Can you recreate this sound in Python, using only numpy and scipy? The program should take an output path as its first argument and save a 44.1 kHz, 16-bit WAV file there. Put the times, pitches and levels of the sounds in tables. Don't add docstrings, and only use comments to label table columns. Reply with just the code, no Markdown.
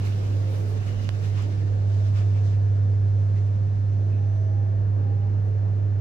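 import sys
import numpy as np
from scipy import signal
from scipy.fft import rfft, irfft, next_fast_len
from scipy.io import wavfile
from scipy.ndimage import uniform_filter1d, map_coordinates

SR = 44100
rng = np.random.default_rng(int(sys.argv[2]) if len(sys.argv) > 2 else 0)


def int16_out(signal):
    q = np.round(np.clip(np.atleast_2d(signal).T, -1, 1) * 32767)
    wavfile.write(sys.argv[1], SR, q.astype(np.int16))


def nominal_scale(level):
    x = np.asarray(level, float) / 20
    return 10 ** x


N = 264952


def unit(x):
    return x / np.sqrt(np.mean(x ** 2) + 1e-20)


def along(points, hz):
    point_hz, value = np.transpose(points)
    return np.interp(np.log(hz + 1), np.log(point_hz + 1), value)


def curves(rows):
    s, *columns = np.transpose(rows)
    return [np.interp(np.arange(N) / SR, s, column) for column in columns]


def wobble(rate, part=slice(None)):
    knots = rng.standard_normal(int(N * 60 / SR) + 4)
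    return map_coordinates(knots, [np.arange(N)[part] * min(rate, 60) / SR])


def sides(db):
    return nominal_scale(np.array([db / 2, -db / 2]))


def filtered(x, response):
    size = next_fast_len(N + 8192)
    return irfft(rfft(x, size) * response(np.fft.rfftfreq(size, 1 / SR)), size)[..., :N]


def rush(gain, patchy_db, lean=0):
    # pitch_hz, likeness [-1 to 1]
    coherence = [(60, 0.83), (110, 1), (200, 0.73), (380, 0.13), (700, -0.25), (1290, -0.49),
                 (2380, -0.073), (4400, -0.06), (8120, -0.17), (15000, 0.06)]
    # pitch_hz, level_db
    balance = [(60, -4), (110, -11.5), (200, -3.5), (380, 1), (700, -1), (1290, 0), (2380, 1.5),
               (4400, -4.5), (8120, -7.5), (15000, -5)]
    z = signal.stft(rng.standard_normal((2, N + 512)), nperseg=512)[2]
    field = uniform_filter1d(rng.standard_normal(z.shape[1:]), size=6, axis=0)
    field = uniform_filter1d(field, size=12, axis=1)
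    pair = signal.istft(z * nominal_scale(patchy_db * unit(field)), nperseg=512)[1][:, :N]

    def mid_side_gain(hz):
        angle = np.arccos(np.clip(along(coherence, hz), -1, 1)) / 2
        return gain(hz) * np.array([np.cos(angle), np.sin(angle)])

    mid, side = filtered(pair, mid_side_gain)
    both = np.array([mid + side, mid - side])
    both = filtered(both, lambda hz: sides(lean * along(balance, hz)))
    return both / np.std(both.mean(axis=0))


def shaped(points):
    return lambda hz: nominal_scale(along(points, hz)) * (hz > points[0][0]) * (hz < points[-1][0] * 1.2)


def peak(centre_hz, width_hz):
    return lambda hz: 1 / np.abs(1 + 2j * (hz - centre_hz) / width_hz)


def swells(times, halves, gains, rise=1):
    late = np.arange(N) / SR - np.asarray(times)[:, None]
    spread = np.where(late < 0, rise, 1) * np.reshape(halves, (-1, 1))
    return np.asarray(gains) ** 2 @ np.exp(-2 * (late / spread) ** 2)


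def fan():
    # pitch_hz, level_db [per Hz]
    air_spectrum = [(12, -56.5), (25, -33.5), (72, -29), (100, -28), (140, -27.5), (280, -37.5), (630, -41),
                    (960, -51), (1720, -55), (2000, -60.5), (3660, -68.5), (6040, -71.5), (8700, -92),
                    (9200, -100)]
    # pitch_hz, level_db [per Hz]
    hiss_spectrum = [(5000, -16.5), (8600, -1), (9300, -2.5), (10500, -3.5), (12000, -1.5), (15800, -6.5)]
    # start_s, level_db
    flow = [(0, 1.5), (1.5, 2), (3, 2), (4.5, 0.5), (6.01, 0.5)]
    flow_db, = curves(flow)
    air = nominal_scale(-40.5 + flow_db + 0.19 * wobble(8.7)) * rush(shaped(air_spectrum), patchy_db=0.5, lean=1)
    return air + nominal_scale(-89.0) * rush(shaped(hiss_spectrum), patchy_db=.3, lean=1)


def hum():
    # start_s, level_db, left_right_db
    standing_wave = [(0.0, -24, -2.5), (0.37, -23, -3), (1.0, -27, -6.5), (1.32, -23.5, -6),
                     (1.5, -24.5, -5.0), (1.91, -21, -3), (2.39, -20, -2.5), (3.16, -20, -3.0),
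                     (3.8, -22.5, -3.5), (4.05, -21.5, -3.5), (5.76, -22.5, -4.0), (6.01, -22.5, -4.0)]
    pitch_hz, start_rad, left_lead_rad = 100.11, .9, .22
    level_db, pan_db = curves(standing_wave)
    phase = 2 * np.pi * pitch_hz * np.arange(N) / SR + start_rad
    lead = np.array([[.5], [-.5]]) * left_lead_rad
    return np.sqrt(2) * nominal_scale(level_db) * sides(pan_db) * np.cos(phase + lead)


def hoist():
    # pitch_hz, level_db
    whine = [(5852, -91), (5954, -85.5), (6051, -83.5), (6153, -89), (6352, -98.5), (6455, -94.5)]
    # pitch_hz, width_hz, level_db
    modes = [(200, 17, -56), (211.5, 6.1, -54), (433, 9.3, -52), (545, 5.4, -59.5), (700, 9.7, -65.5),
             (1734, 150, -61.5)]
    # start_s, panel_drive_db, whine_db
    drive = [(0, -4, -8), (1.5, 0.5, -10), (2.5, 1.5, 0.5), (3.3, 0.5, -4.5), (3.8, 0, -1), (4.4, 4, 3.5),
             (5, 2, -9), (6.01, 4, -2.5)]
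    drive_db, whine_db = curves(drive)

    def body(hz):
        return np.sqrt(sum((nominal_scale(db) * peak(c, w)(hz)) ** 2 / w for c, w, db in modes))

    panels = nominal_scale(drive_db - 54.5) * rush(body, patchy_db=.3, lean=1)
    t = np.arange(N) / SR
    comb = 0
    for hz, db in whine:
        comb = comb + nominal_scale(db + 3 * wobble(3)) * np.sin(2 * np.pi * (hz * t + rng.random()))
    return panels + nominal_scale(whine_db + 1.5) * comb * sides(-13.5)[:, None]


def singing():
    # centre_s, half_length_s, pitch_hz, level_db
    tones = [(0.34, 0.085, 290, -46.5), (.45, 0.064, 330, -52), (0.718, 0.084, 430, -43.5),
             (.95, 0.21, 235, -45.5), (0.5, 0.16, 525, -48), (1.56, 0.14, 310, -45.5),
             (2.0, 0.3, 630, -56.5), (1.2, 0.2, 230, -56), (4.4, 0.6, 335, -50.5), (4.28, 0.12, 801, -56.5),
             (4.58, 0.1, 801, -51.5), (5.18, 0.17, 801, -52.5), (4.45, 0.097, 640, -47.5),
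             (4.75, 0.16, 640, -55.5), (4.2, 0.2, 640, -55), (7.7, 0.17, 840, -61.5),
             (6.1, 0.16, 440, -60.5), (4.5, .3, 425, -57.5)]
    out = np.zeros((2, N))
    right_lag_rad = np.array([[0], [1.3]])
    for s, half, hz, db in tones:
        part = slice(max(round((s - 2 * half) * SR), 0), round((s + 2 * half) * SR))
        t = np.arange(N)[part] / SR
        swell = nominal_scale(db + 2 + 2.6 * wobble(12, part)) * np.exp(-((t - s) / half) ** 4)
        out[:, part] += swell * np.sin(2 * np.pi * hz * t + 1.6 * wobble(14, part) - right_lag_rad)
    return out


def squeaks():
    # centre_s, half_length_s, pitch_hz, width_hz, level_db
    rubs = [
        (1.0, 0.15, 2900, 300, -57),
        (1.393, 0.031, 1100, 300, -49.5),
        (1.657, .05, 1820, 110, -60),
        (2.199, 0.042, 1400, 800, -58),
        (2.583, 0.014, 700, 500, -49.5),
        (4.15, 0.049, 2500, 500, -61.5),
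        (4.57, 0.033, 8100, 150, -90),
        (5.46, .06, 9700, 251, -78.5),
        (5.79, .03, 8150, 150, -88),
    ]
    n = SR // 2
    out = np.zeros((2, N + SR))
    t, hz = (np.arange(n) - n // 2) / SR, np.fft.rfftfreq(n, 1 / SR)
    for s, half, c, w, db in rubs:
        noise = rng.standard_normal((2, n))
        rub = unit(irfft(rfft(noise) * peak(c, w)(hz) ** 2, n))
        out[:, round(s * SR) - n // 2:][:, :n] += nominal_scale(db) * np.exp(-(t / half) ** 4) * rub
    return out[:, :N]


def cloth():
    # pitch_hz, level_db [per Hz]
    scuff_spectrum = [(600, -29.5), (1000, -1), (1700, -0.5), (2900, -2), (4500, -22)]
    swish_spectrum = [(2200, -21.5), (3500, -1), (6000, -2.5), (8700, -12.5), (9200, -28)]
    fizz_spectrum = [(6000, -22), (8700, 0.5), (9500, -1), (12000, -1.5), (15800, -7.5)]
    # start_s, level_db
    fidget = [(0, 1.5), (.8, 0), (.97, 0), (1.5, -1), (1.75, -5), (2.2, -3), (2.75, -10.5), (4.4, -12.5),
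              (4.6, -17), (6.01, -18)]
    # level_db [full movement], growth [dB per dB of movement], flutter_db
    weave = [
        (-58.5, 1.12, 1.75),
        (-60.5, 0.94, 0.77),
        (-72.5, 2.1, -0.1),
    ]
    # start_s, coarse_left_right_db, fine_left_right_db
    facing = [(0, -3.5, -4), (.78, -2, -5.5), (.89, 1, -1.5), (1.0, 1.5, -5.5), (2.1, -1, -8),
              (6.01, -3, -5)]
    # centre_s, length_s, swish_db, scuff_over_swish_db, fizz_over_swish_db
    stroke_rows = [(.06, 0.05, -57, 3, -7), (0.54, 0.14, -64.5, -4, -1.5), (0.693, .06, -68, -7, -0.5),
                   (0.868, 0.071, -58.5, 2, -12), (1.024, 0.037, -60, -3, -18.5),
                   (1.24, .07, -57.5, 4.5, -12), (1.386, .08, -58.5, 3.5, -19.5),
                   (1.955, 0.11, -66, -7, -13.5), (2.059, .04, -62, 3, -15), (2.17, .06, -59, 7, -16),
                   (2.373, .05, -66.5, 7.5, -21), (2.466, .06, -60.5, -7, -18.5),
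                   (3.205, .15, -73.5, 3, -14.5), (3.381, 0.093, -69, 4.5, -20.5)]
    move_db, = curves(fidget)
    low_db, high_db = curves(facing)
    s, length, db, coarse_db, fine_db = np.transpose(stroke_rows)
    strokes = swells(s, length, nominal_scale([db + coarse_db, db, db + fine_db]), rise=.4)
    flutter = wobble(40)
    gains = []
    for (full_db, growth, depth_db), extra in zip(weave, strokes):
        bed = nominal_scale(full_db + growth * move_db)
        gains.append(np.sqrt(bed ** 2 + extra) * nominal_scale(depth_db * flutter))
    scuff = gains[0] * rush(shaped(scuff_spectrum), patchy_db=2.0)
    swish = gains[1] * rush(shaped(swish_spectrum), patchy_db=0.8)
    fizz = gains[2] * rush(shaped(fizz_spectrum), patchy_db=.3)
    return scuff * sides(low_db) + swish * sides(.5 * (low_db + high_db) - 1.5) + fizz * sides(high_db)


def grip():
    # start_s, peak_db, pitch_hz
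    creaks = [(1.0288, -46, 13500), (1.0293, -46, 8000), (1.0375, -44, 13000), (1.0378, -41, 5000),
              (1.0455, -44, 6500), (1.0483, -49, 13000), (1.0913, -38, 13500), (1.387, -49, 13000),
              (1.4246, -37, 6500), (1.425, -37, 7000), (1.4248, -41, 12500), (1.7694, -46, 3500)]
    # start_s, peak_db
    snap_s, snap_db = (1.09118, -13.5)
    # pitch_hz, level_db, t60_s
    casing = [(560, -4, 0.0064), (1530, -11, 0.0047), (3180, -12, .002)]
    out, t = np.zeros(N), np.arange(-40, 400) / SR
    after = np.maximum(t, 0)
    rebound = sum(nominal_scale(db - 60 * after / t60) * np.sin(2 * np.pi * hz * after) for hz, db, t60 in casing)
    push = np.exp(-np.abs(t / 7e-5) ** 1.4)
    out[round(snap_s * SR) - 40:][:len(t)] += nominal_scale(snap_db) * (push - rebound)
    for s, db, hz in creaks:
        creak = np.exp(-(t / 1.6e-4) ** 2) * np.cos(2 * np.pi * hz * t)
        out[round(s * SR) - 40:][:len(t)] += nominal_scale(db) * creak
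    return np.array([-nominal_scale(-16.0) * np.roll(out, 3), out])


def doors():
    # start_s, level_db
    speed = [
        (0, 0),
        (.6, 0),
        (1.2, -3.5),
        (1.5, -2),
        (1.9, -4.5),
        (2.6, -6.5),
        (4.6, -7),
        (5, -2.5),
        (6.01, -4.5),
    ]
    # pitch_hz, level_db [per Hz]
    roll_spectrum = [(150, -29.5), (250, 0.5), (420, 1.5), (700, -6), (1200, -16), (2500, -28)]
    shake_spectrum = [(12, -27.5), (25, -1.5), (55, -1), (80, -5.5), (160, -28.5)]
    # centre_s, level_db
    jolts = [(.33, -41), (1.0, -44), (1.75, -43.5), (2.1, -47.5), (3.13, -51), (3.83, -44.5), (4.38, -43),
             (4.9, -45.5), (5.3, -41.5), (5.55, -44.5), (5.9, -42)]
    roll_db, resting_shake_db, jolt_half_s = -44.5, -53, .12
    speed_db, = curves(speed)
    s, db = np.transpose(jolts)
    shake = np.sqrt(nominal_scale(resting_shake_db) ** 2 + swells(s, jolt_half_s, nominal_scale(db)))
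    shudder = shake * nominal_scale(.8 * wobble(8.5)) * rush(shaped(shake_spectrum), patchy_db=1.0, lean=1.0)
    return shudder + nominal_scale(roll_db + speed_db) * rush(shaped(roll_spectrum), patchy_db=2, lean=0.86)


def scene():
    return fan() + hum() + hoist() + singing() + squeaks() + cloth() + grip() + doors()


def mute_faint(x):
    # pitch_hz, readiness [standard deviations]
    dropout = [(5000, -3.2), (7500, -2.3), (8800, -1.7), (9250, .35), (10300, -.1), (11500, -1.4),
               (15800, -2.4)]
    padded = np.pad(x, ((0, 0), (0, 2048)), "reflect", reflect_type="odd")
    hz, _, z = signal.stft(padded, SR, nperseg=1024, boundary="odd")
    treble = np.median(np.abs(z[:, 200:280]) ** 2, axis=1, keepdims=True)
    treble_db = 10 * np.log10(treble + 1e-20)
    above_db = treble_db - treble_db.min(axis=2, keepdims=True) - 3
    cells = rng.standard_normal((2, len(hz) // 4 + 1, z.shape[2] // 2 + 1))
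    cells = uniform_filter1d(cells, size=3, axis=2)
    luck = unit(cells.repeat(4, axis=1).repeat(2, axis=2)[:, :len(hz), :z.shape[2]])
    port = np.array([-.4, 0])[:, None, None]
    ready = along(dropout, hz)[:, None] - .065 * above_db + port
    muted = (luck < ready) & (hz[:, None] > 4000)
    return signal.istft(z * np.where(muted, .04, 1), SR, nperseg=1024)[1][:, :N]


def band_limit(x):
    return signal.sosfilt(signal.butter(12, 15710, fs=SR, output="sos"), x)


def record(dry):
    mix = mute_faint(dry)
    return band_limit(mix)


dry = scene()
out = record(dry)
int16_out(out)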